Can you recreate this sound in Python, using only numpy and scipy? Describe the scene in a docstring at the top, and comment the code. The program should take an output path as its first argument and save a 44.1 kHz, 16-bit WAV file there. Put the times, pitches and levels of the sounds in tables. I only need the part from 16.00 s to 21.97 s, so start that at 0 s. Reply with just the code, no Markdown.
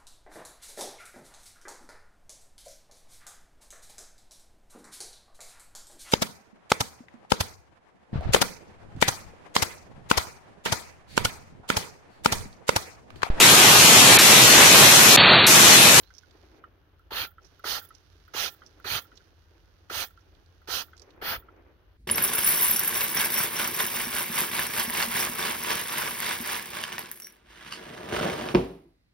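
"""A trigger bottle sprays cleaner onto an alloy car wheel outdoors, close and to the right, over a low rumble.
First a dying wisp and a squeak of air, the trigger springing back, and knocks as the hand shifts its grip.
Then seven squeezes: slack taken up, the pump knocks, the jet drums on the wheel, hisses and trails off as mist;
the trigger springs back and the valve squelches as the pump refills. Fizz and rustle come and go throughout.
Liquid and air are shaped noise; the plastic and the wheel are sums of dying tones."""
import sys
import numpy as np
from scipy import signal
from scipy.fft import rfft, irfft
from scipy.io import wavfile
from scipy.ndimage import uniform_filter1d

SR = 44100
rng = np.random.default_rng(int(sys.argv[2]) if len(sys.argv) > 2 else 0)


def dump(signal):
    """Clip the signal to [-1, 1] and save it as 16-bit WAV at the path in sys.argv[1]."""
    limited = np.clip(np.atleast_2d(signal).T, -1, 1)
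    pcm = np.round(limited * 32767).astype(np.int16)
    wavfile.write(sys.argv[1], SR, pcm)


N = 263277
TIME = np.arange(N) / SR  # seconds
HZ = np.fft.rfftfreq(N, 1 / SR)


def gain_of(db):
    """Turns decibels into a gain."""
    return 10 ** (np.asarray(db) / 20)


def evened(x):
    """Scales a stereo sound so that the average of its two sides has rms 1."""
    return x / np.sqrt(np.mean(x.mean(0) ** 2) + 1e-20)


def read(points):
    """Spreads a table of (pitch_hz, value) over all frequencies, on a log pitch scale."""
    hz, value = np.transpose(points)
    return np.interp(np.log(HZ + 1), np.log(hz + 1), value)


def add(mix, start_s, sound):
    """Lays a sound into the mix at a time."""
    part = mix[..., max(round(start_s * SR), 0):][..., :sound.shape[-1]]
    part += sound[..., :part.shape[-1]]


def grains(spread_db):
    """Two noise streams of countless droplets; a wider spread makes their sizes more uneven."""
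    size_db = spread_db * np.minimum(rng.exponential(1, N), 6)
    return rng.standard_normal((2, N)) * gain_of(size_db)


def sputter(rate_hz, depth_db):
    """An uneven flow: a gain that wanders at random, mostly slower than the rate."""
    wander = irfft(rfft(rng.standard_normal(N)) / (1 + (HZ / rate_hz) ** 4), N)
    return gain_of(depth_db * wander / wander.std())


def burst(start_s, fade_s):
    """A level that snaps on at a time and dies away."""
    t = np.maximum(TIME - start_s, 0)
    return np.minimum(t / 0.0007, 1) * np.exp(-t / fade_s)


def ring(modes, t, pitch=1):
    """A struck thing rings as a sum of tones, each dying at its own speed."""
    return sum(gain_of(db - 60 * t / t60_s) * np.sin(2 * np.pi * hz * pitch * t) for hz, db, t60_s in modes)


def pair(spectra, likeness):
    """Makes two unrelated spectra partly alike, as two microphones hear them."""
    likeness = np.clip(likeness, -1, 1)
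    left = likeness * spectra[1] + np.sqrt(1 - likeness ** 2) * spectra[0]
    return np.array([left, spectra[1]])


# how alike the two microphones hear the bottle: pitch_hz, likeness (0 to 1)
MIC_LIKENESS = [(60, 1), (240, 0.92), (480, 0.91), (950, 0.41), (1900, 0.67), (3800, .55), (7500, 0.27),
                (15000, 0.93)]
# how loud the left side is beside the right: pitch_hz, left_minus_right_db
MIC_LEAN = [(60, 7), (99, -9.5), (160, -8), (270, -1.5), (450, -8.5), (740, -10), (1220, -11.5),
            (2010, -12), (3330, -21), (5500, -26.5), (9080, -29), (15000, -14.5)]
# how far the left wave runs ahead of the right: pitch_hz, left_lead_radians
MIC_LEAD = [(500, 0.55), (1000, -1.07), (1400, 0.7), (1700, 2.5), (1900, 1.5), (2900, 2), (3600, 1),
            (4600, 11), (6000, -2.5), (9000, 8), (16000, 6.5)]


def nearby(x, colour):
    """Colours two noise streams and places them at the bottle, right of the microphones."""
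    left = gain_of(read(MIC_LEAN)) * np.exp(1j * read(MIC_LEAD))
    likeness = np.clip(read(MIC_LIKENESS), 0, 1)
    # size of the sum of both sides, divided out so the colour holds in the middle
    middle = np.sqrt(1 + abs(left) ** 2 + 2 * likeness * left.real)
    sides = pair(rfft(x), likeness) * np.array([left, np.ones_like(left)])
    return evened(irfft(sides * colour / middle, N))


# tone colour of the still outdoor air: pitch_hz, relative_level_db
AIR_COLOUR = [(12, -36), (25, -15), (50, 11.5), (78, 2), (125, -5.5), (180, -7), (240, -26.5), (410, -26),
              (600, -23.5), (1100, -19), (1500, -14.5), (2300, -31), (2900, -20.5), (4800, -34.5),
              (5600, -51), (8000, -53), (12500, -35), (16000, -37.5)]
# tone colour of the soft low rustle: pitch_hz, relative_level_db
RUSTLE_COLOUR = [(110, -66), (180, -14.5), (295, -0.5), (385, 0), (474, -4), (690, -8.5), (1760, -16.5),
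                 (2500, -19), (3250, -44.5), (5500, -120)]
# swells of the rustle: middle_s, half_length_s, level_db
RUSTLE_SWELLS = [(.35, 0.073, -63), (.54, 0.14, -60.5), (2.783, 0.49, -66), (5.13, 0.14, -60.5),
                 (5.4, 0.37, -61.5)]
# tone colour of the faint fizz: pitch_hz, relative_level_db
FIZZ_COLOUR = [(1200, -4.5), (1600, -0.5), (2200, -6), (3300, -3.5), (4500, -3), (6000, -5.5),
               (6700, -10.5), (7400, -27), (9100, -19.5), (12000, -19), (16000, -24)]
# stretches in which the fizz is up: start_s, end_s, level_db
FIZZ_STRETCHES = [(0, 0.596, -70.5), (1.414, 3.295, -70), (3.298, 5.148, -74)]


def outdoors(air_db=-63, hum_db=-64, hum_hz=84, rustle_rest_db=-70, fizz_rest_db=-83, fizz_edge_s=0.017):
    """Distant rumble and a wavering drone are wide and narrow noise; a rustle and a fizz swell over them."""
    likeness = read([(30, 1.0), (100, 0.8), (400, 0.59), (1500, 0.14), (5000, 0.14)])
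    air = evened(irfft(pair(rfft(grains(0)), likeness) * gain_of(read(AIR_COLOUR)), N))
    hum_band = 1 / (1 + ((HZ - hum_hz) / 9) ** 2)
    drone = evened(irfft(pair(rfft(grains(0)), likeness) * hum_band, N))

    rustle = evened(irfft(pair(rfft(grains(3.66)), likeness) * gain_of(read(RUSTLE_COLOUR)), N))
    rustle = rustle * sputter(23.5, 2.46)
    swells = sum(gain_of(db) * np.exp(-((TIME - middle) / half) ** 2) for middle, half, db in RUSTLE_SWELLS)

    fizz = nearby(grains(4.4), gain_of(read(FIZZ_COLOUR)))
    fizz_up = sum(gain_of(db) * (TIME >= start) * (TIME < end) for start, end, db in FIZZ_STRETCHES)
    fizz_up = uniform_filter1d(fizz_up, round(fizz_edge_s * SR))  # softens the edges

    out = gain_of(air_db) * air + gain_of(hum_db) * drone
    out += rustle * np.hypot(gain_of(rustle_rest_db), swells)
    return out + fizz * np.hypot(gain_of(fizz_rest_db), fizz_up)


# puffs of air on the microphone: middle_s, level_db, length_s, centre_hz
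AIR_PUFFS = [(1.227, -52, 0.053, 82), (2.939, -39.5, 0.054, 90), (4.388, -55.5, 0.053, 40),
             (4.742, -48.5, 0.044, 55), (5.377, -44, .05, 58)]


def puffs(width_octaves=0.74):
    """Moved air buffets the microphone: short swells of low noise, each around its own pitch."""
    eddies = pair(rfft(grains(0)), 0.88)
    out = np.zeros((2, N))
    for middle_s, db, length_s, hz in AIR_PUFFS:
        band = 1 / (1 + (np.log2((HZ + 1) / hz) / width_octaves) ** 4)
        swell = np.exp(-(2 * (TIME - middle_s) / length_s) ** 2)
        out += gain_of(db) * swell * evened(irfft(eddies * band, N))
    return out


# tone colour of the thin wisp that leaves the nozzle as pressure dies: pitch_hz, relative_level_db
WISP_COLOUR = [(6000, -20), (9500, -22), (12000, -6), (14000, -8.5), (15200, -1.5), (16000, -3.5)]


def vent(wisp_db=-57, squeak_db=-61, from_hz=3700, to_hz=4400):
    """At the start a dying wisp leaves the nozzle, and air squeaks into the bottle on a rising tone."""
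    wisp = gain_of(wisp_db) * nearby(grains(1.8), gain_of(read(WISP_COLOUR)))
    wisp = wisp * np.minimum(TIME / 0.0015, 1) * np.exp(-(TIME / 0.04) ** 2)
    pitch_hz = np.interp(TIME, [0.04, 0.09], [from_hz, to_hz]) * sputter(200, 0.136)  # unsteady pitch
    squeak = np.sin(2 * np.pi * np.cumsum(pitch_hz) / SR)
    squeak = squeak * np.interp(TIME, [0.03, 0.08, 0.092], [0, 1, 0])
    return wisp + gain_of(squeak_db) * squeak * gain_of([[-10], [3]])  # left, right dB


# wet ticks of liquid in the bottle and nozzle: start_s, level_db, pitch_hz
WET_TICKS = [(.033, -54, 3660), (0.309, -55, 3950), (1.888, -51.5, 11100), (3.1749, -49, 3820),
             (4.35, -63, 3570), (4.46, -65.5, 4500), (4.977, -50, 4630), (4.996, -51, 4850),
             (5.1044, -54.5, 3550)]


def ticks(width_hz=800, fade_s=0.0047, wide_share=0.062):
    """Faint wet ticks between the squirts: short bursts of noise, each around its own pitch."""
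    drops, out = grains(3), np.zeros((2, N))
    for start_s, db, hz in WET_TICKS:
        band = wide_share * (HZ < hz * 2) + 1 / (1 + ((HZ - hz) / width_hz) ** 2)
        less_bass = HZ / (HZ + hz)
        out += gain_of(db) * burst(start_s, fade_s) * nearby(drops, less_bass * band)
    return out


# each time the trigger springs back and the pump refills: start_s, knock_level_db (before the shared knock_db),
# knock_pitch_hz, wait_until_gulp_s, gulp_level_db (before the shared squelch_db), gulp_fade_s
TRIGGER_RETURNS = [(0.1037, -44, 1415, .0782, -37, 0.0041), (1.3815, -39.5, 1350, 0.065, -50, 0.015),
                   (1.905, -41, 1330, .0445, -43, 0.0045), (2.6186, -38.5, 1350, .043, -45, .006),
                   (3.1168, -43, 1340, 0.053, -50.5, 0.0047), (4.1743, -44, 1365, 0.032, -62, .007),
                   (4.9319, -38, 1406, 0.086, -41, 0.0054), (5.485, -42, 1370, 0.079, -75, 0.0065)]


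def valve(squelch_db=-5, valve_hz=5710, width_hz=700, wide_share=0.07,
          bubbles_after_s=0.035, bubbles_db=-14, bubbles_fade_s=0.027):
    """After each return liquid is sucked through the valve: one gulp amid a run of smaller bubbles."""
    wet = gain_of(read([(1500, -9.5), (3500, 3.5), (6500, -1), (7500, -9.5), (12000, -5.5), (16000, -8)]))
    band = wide_share + 1 / (1 + ((HZ - valve_hz) / width_hz) ** 2)
    liquid = nearby(grains(3.9), wet * band)
    uneven, flow = sputter(70, 5), np.zeros(N)
    for start_s, _, _, wait_s, gulp_db, gulp_fade_s in TRIGGER_RETURNS:
        gulp = burst(start_s + wait_s, gulp_fade_s)
        bubbles = gain_of(bubbles_db) * burst(start_s + bubbles_after_s, bubbles_fade_s) * uneven
        flow += gain_of(gulp_db) * (gulp + bubbles)
    return gain_of(squelch_db) * liquid * flow


# knocks of the bottle as the hand shifts its grip: start_s, level_db (before the shared knock_db), pitch_hz
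GRIP_SHIFTS = [(0.233, -48.5, 1450), (0.6386, -35, 1280), (1.8145, -41.5, 1370), (3.204, -50, 1440)]


def knocks(press_lag_s=0.0012, let_go_s=0.208, let_go_db=-50.5, pump_hz=1360):
    """Lists every knock as (start_s, level_db, pitch_hz): slack, press and let-go, the returns, the grips."""
    cycle = []
    for start_s, *_, slack_lead_s, slack_db, press_db in SQUEEZE_ROWS:
        cycle.append((start_s - slack_lead_s, slack_db, pump_hz))
        cycle.append((start_s + press_lag_s, press_db, pump_hz))
        cycle.append((start_s + let_go_s, let_go_db, pump_hz))  # the finger lets go
    return cycle + [row[:3] for row in TRIGGER_RETURNS] + list(GRIP_SHIFTS)


# ringing of the plastic pump head, shifted as a whole so its second tone meets the pitch of each knock:
# pitch_hz (before the shift), relative_level_db, t60_s (time to fall 60 dB)
PUMP_MODES = [(1145, -21, 0.0069), (1398, 10, 0.029), (1481, -1, 0.045), (1740, 0.5, 0.016),
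              (2022, -7, 0.036), (3250, -14, 0.038)]


def trigger(knock_db=-2, rattle=1.0, give_s=0.0015, crack_db=-25,
            thud_db=-32, thud_hz=400, thud_lag_s=0.0135, thud_fade_s=0.0018):
    """Struck plastic rings, rattles and cracks; the bottle thuds as the piston takes up the liquid."""
    t, out = np.arange(SR // 10) / SR, np.zeros((2, N))
    contact_colour = read([(500, -10), (1500, 5.0), (3500, 6.5), (6000, -26.5), (7500, -25),
                           (12000, -7.0), (16000, -16)])
    contact = nearby(grains(0.78), gain_of(contact_colour))
    for start_s, db, hz in knocks():
        knock = ring(PUMP_MODES, t, hz / PUMP_MODES[1][0]) * (1 - np.exp(-(t / give_s) ** 2))
        scatter = rng.standard_normal((2, len(t))) * np.exp(-t / 0.009)  # loose parts chatter
        scatter = scatter / np.linalg.norm(scatter[0])
        knock = knock + rattle * signal.fftconvolve(knock[None], scatter, axes=1)[:, :len(t)]
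        knock = knock / abs(knock).max() * gain_of([[-2], [2]])  # left, right dB
        crack = contact[:, round(start_s * SR):][:, :len(t)]
        crack = gain_of(crack_db) * crack * np.minimum(t / give_s, 1) * np.exp(-t / 0.0032)
        add(out, start_s, gain_of(db + knock_db) * (knock + crack))
    thud = np.sin(2 * np.pi * thud_hz * t) * np.exp(-abs(t - thud_lag_s) / thud_fade_s)
    for row in SQUEEZE_ROWS:
        add(out, row[0], gain_of(thud_db) * thud)
    return out


# ringing of the wheel under the jet: pitch_hz, relative_level_db, t60_s (time to fall 60 dB)
WHEEL_MODES = [(535, -9, 0.066), (824, -9.5, 0.1), (1366, -3.5, 0.041), (1378, -2.5, 0.1), (1772, 6, 0.019),
               (3237, -0.5, 0.039), (3490, -2.5, 0.045)]


def wheel(jet, ring_db=-11):
    """The alloy rings faintly with the drops that strike it, harder where the jet is louder."""
    t = np.arange(SR // 3) / SR
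    jet_middle = jet.mean(0)
    drops = grains(3.0) * np.sqrt(abs(uniform_filter1d(jet_middle ** 2, 300)))
    rung = signal.oaconvolve(drops, ring(WHEEL_MODES, t)[None], axes=1)[:, :N]
    return gain_of(ring_db) * jet_middle.std() * nearby(rung, 1)


STROKE_S = 0.15  # from the start of a squeeze until the piston bottoms out


def spits(first_db=-9, last_low_db=-55, last_high_db=-47, within_s=0.045, fade_s=0.0021):
    """The nozzle spits a drop as the slack is taken up, and a last one at some moment after the stroke."""
    fine, flow = nearby(grains(3.9), gain_of(read(WISP_COLOUR))), np.zeros(N)
    for start_s, *_, slack_lead_s, slack_db, _ in SQUEEZE_ROWS:
        flow += gain_of(slack_db + first_db) * burst(start_s - slack_lead_s, fade_s)
        last_s = start_s + STROKE_S + rng.uniform(0, within_s)
        flow += gain_of(rng.uniform(last_low_db, last_high_db)) * burst(last_s, fade_s)
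    return fine * flow


def stroke(start_s, crest_s, start_db, end_db, run_out_s, linger_db):
    """Level of one squeeze: the valve opens, pressure swells and sags, then the flow runs out."""
    attack_s = 0.004
    t = np.maximum(TIME - start_s + attack_s / 2, 0)
    rise_db = start_db * np.maximum(1 - t / crest_s, 0) ** 2.72
    sag_db = end_db * np.clip((t - crest_s) / (STROKE_S - crest_s), 0, 1) ** 2
    after = np.maximum(t - STROKE_S, 0)
    fall = np.exp(-after / run_out_s) + gain_of(linger_db) * np.exp(-after / 0.0083)
    return np.minimum(t / attack_s, 1) * gain_of(rise_db + sag_db) * fall


def spokes(x, start_s, dull_db, hollow_hz, scatter=0.22, hollow_db=-6, hollow_width_hz=260):
    """Each aim meets other spokes: a few short reflections ripple the sound and hollow out one band."""
    first = round((start_s - 0.02) * SR)
    part = x[:, first:first + SR // 2]
    hz = np.fft.rfftfreq(part.shape[1], 1 / SR)
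    delay_s = rng.uniform(0.00096, 0.0082, (2, 8, 1))
    sign = rng.choice([-1, 1], (2, 8, 1))
    echoes = (sign * np.exp(-2j * np.pi * hz * delay_s)).sum(1) / np.sqrt(8)
    # bass bends round the spokes; the top comes straight from the nozzle
    reach = hz / (hz + 700) / (1 + (hz / 9000) ** 4)
    colour_db = hollow_db / (1 + ((hz - hollow_hz) / hollow_width_hz) ** 2)
    colour_db = colour_db - dull_db / (1 + ((hz - 7400) / 2300) ** 6)
    return first / SR, irfft(rfft(part) * (1 + scatter * reach * echoes) * gain_of(colour_db))


def splutter(x, patchy_db):
    """Clumps of drops land on changing spots, so narrow bands flare and fade in hundredths of a second."""
    bands = signal.stft(x, nperseg=512)[2]
    patches = rng.standard_normal(bands.shape[1:])
    patches = uniform_filter1d(patches, size=4, axis=0)  # across pitch
    patches = uniform_filter1d(patches, size=3, axis=1)  # across time
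    bands = bands * gain_of(patchy_db * patches / patches.std())
    return signal.istft(bands, nperseg=512)[1][:, :N]


# one row a squeeze: start_s, time_to_full_pressure_s, wisp_end_s (after the start; a short fade follows),
# jet_level_db, hiss_above_jet_db, hiss_dulling_db, hollow_hz, right_minus_left_shift_db,
# slack_lead_s (before the start), slack_knock_db, pump_knock_db (both before the shared knock_db)
SQUEEZE_ROWS = [(1.107, 0.1, 0.19, -38.5, 8.5, 4.5, 5460, -12.5, .1127, -52, -42),
                (1.641, 0.072, 0.22, -38, 7, -2.5, 2500, -9.5, 0.047, -44.5, -26),
                (2.337, 0.084, 0.21, -38.5, 9.5, -2.5, 4500, -7.5, 0.058, -44, -35),
                (2.844, 0.12, .2, -37.5, 8, -0.5, 5300, -9, 0.045, -44, -32),
                (3.898, 0.11, 0.2, -38, 5.5, -5.5, 5600, -10, 0.046, -72, -28.5),
                (4.675, 0.089, 0.19, -39, 7.5, -2.5, 2130, -7.5, .058, -52, -53.5),
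                (5.215, 0.1, 0.19, -35.5, 5.5, 6.5, 3760, -14, .053, -54, -45)]
# tone colours of the three parts of a spray, each: pitch_hz, relative_level_db
SPLASH_COLOUR = [(59, -19.5), (100, -3), (124, -22), (163, -17.5), (246, -20), (413, -10.5), (580, -9),
                 (827, -3.5), (1100, -6), (1350, 0), (1610, -2.5), (2120, -8), (2600, -8), (3380, -47),
                 (5720, -120)]
HISS_COLOUR = [(1350, -22), (2300, -3.5), (3090, 3), (3520, 1), (3810, 0.5), (4230, 4), (5280, -2),
               (6130, -3.5), (6570, -8), (7340, -22.5), (7600, -19), (9880, -41), (16700, -120)]
MIST_COLOUR = [(4350, -40), (7400, -22), (8870, -6.5), (14700, 1.5), (15300, 1), (16000, -22)]


def spray(wisp_db=-48, mist_above_jet_db=2.03, wisp_fade_s=0.061):
    """The jet drums on the wheel at once; the hiss and mist of the nozzle grow with pressure and end in a wisp."""
    splash = nearby(grains(2.3), gain_of(read(SPLASH_COLOUR))) * sputter(81, 0.2)
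    hiss = nearby(grains(2.2), gain_of(read(HISS_COLOUR))) * sputter(98, 0.16)
    mist = nearby(grains(1.3), gain_of(read(MIST_COLOUR))) * sputter(70, 0.34)
    wisp = nearby(grains(1.5), gain_of(read(WISP_COLOUR))) * sputter(50, 3.0)
    out = np.zeros((2, N))
    for start_s, crest_s, wisp_end_s, jet_db, hiss_db, dull_db, hollow_hz, shift_db, *_ in SQUEEZE_ROWS:
        jet = splash * stroke(start_s, crest_s, -4.5, -3.0, 0.0065, -37.5)
        jet += gain_of(hiss_db) * hiss * stroke(start_s, crest_s, -19.0, -9.5, 0.0097, -15.5)
        jet += gain_of(mist_above_jet_db) * mist * stroke(start_s, crest_s, -21, -10, 0.011, -40.5)
        trail_s = [0, STROKE_S, wisp_end_s, wisp_end_s + wisp_fade_s]
        trail_db = np.interp(TIME - start_s, trail_s, [-59.5, 4, -6, -35.5], -200, -200)
        sound = gain_of(jet_db) * jet + gain_of(wisp_db + trail_db) * wisp
        part_s, sound = spokes(sound, start_s, dull_db, hollow_hz)
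        add(out, part_s, sound * gain_of([[-shift_db / 2], [shift_db / 2]]))
    return out


def scene():
    """All sources at the microphones."""
    jet = splutter(spray(), 2.0)
    background = outdoors() + puffs()
    liquid = vent() + ticks() + spits() + valve()
    return background + liquid + trigger() + wheel(jet) + jet


def record(dry, edge_hz=15900):
    """The recorder's band limit: a steep filter removes what lies above the edge."""
    low_pass = signal.firwin(511, edge_hz, window=("kaiser", 9), fs=SR)
    return signal.oaconvolve(dry, low_pass[None], "same")


dry = scene()
out = record(dry)
dump(out)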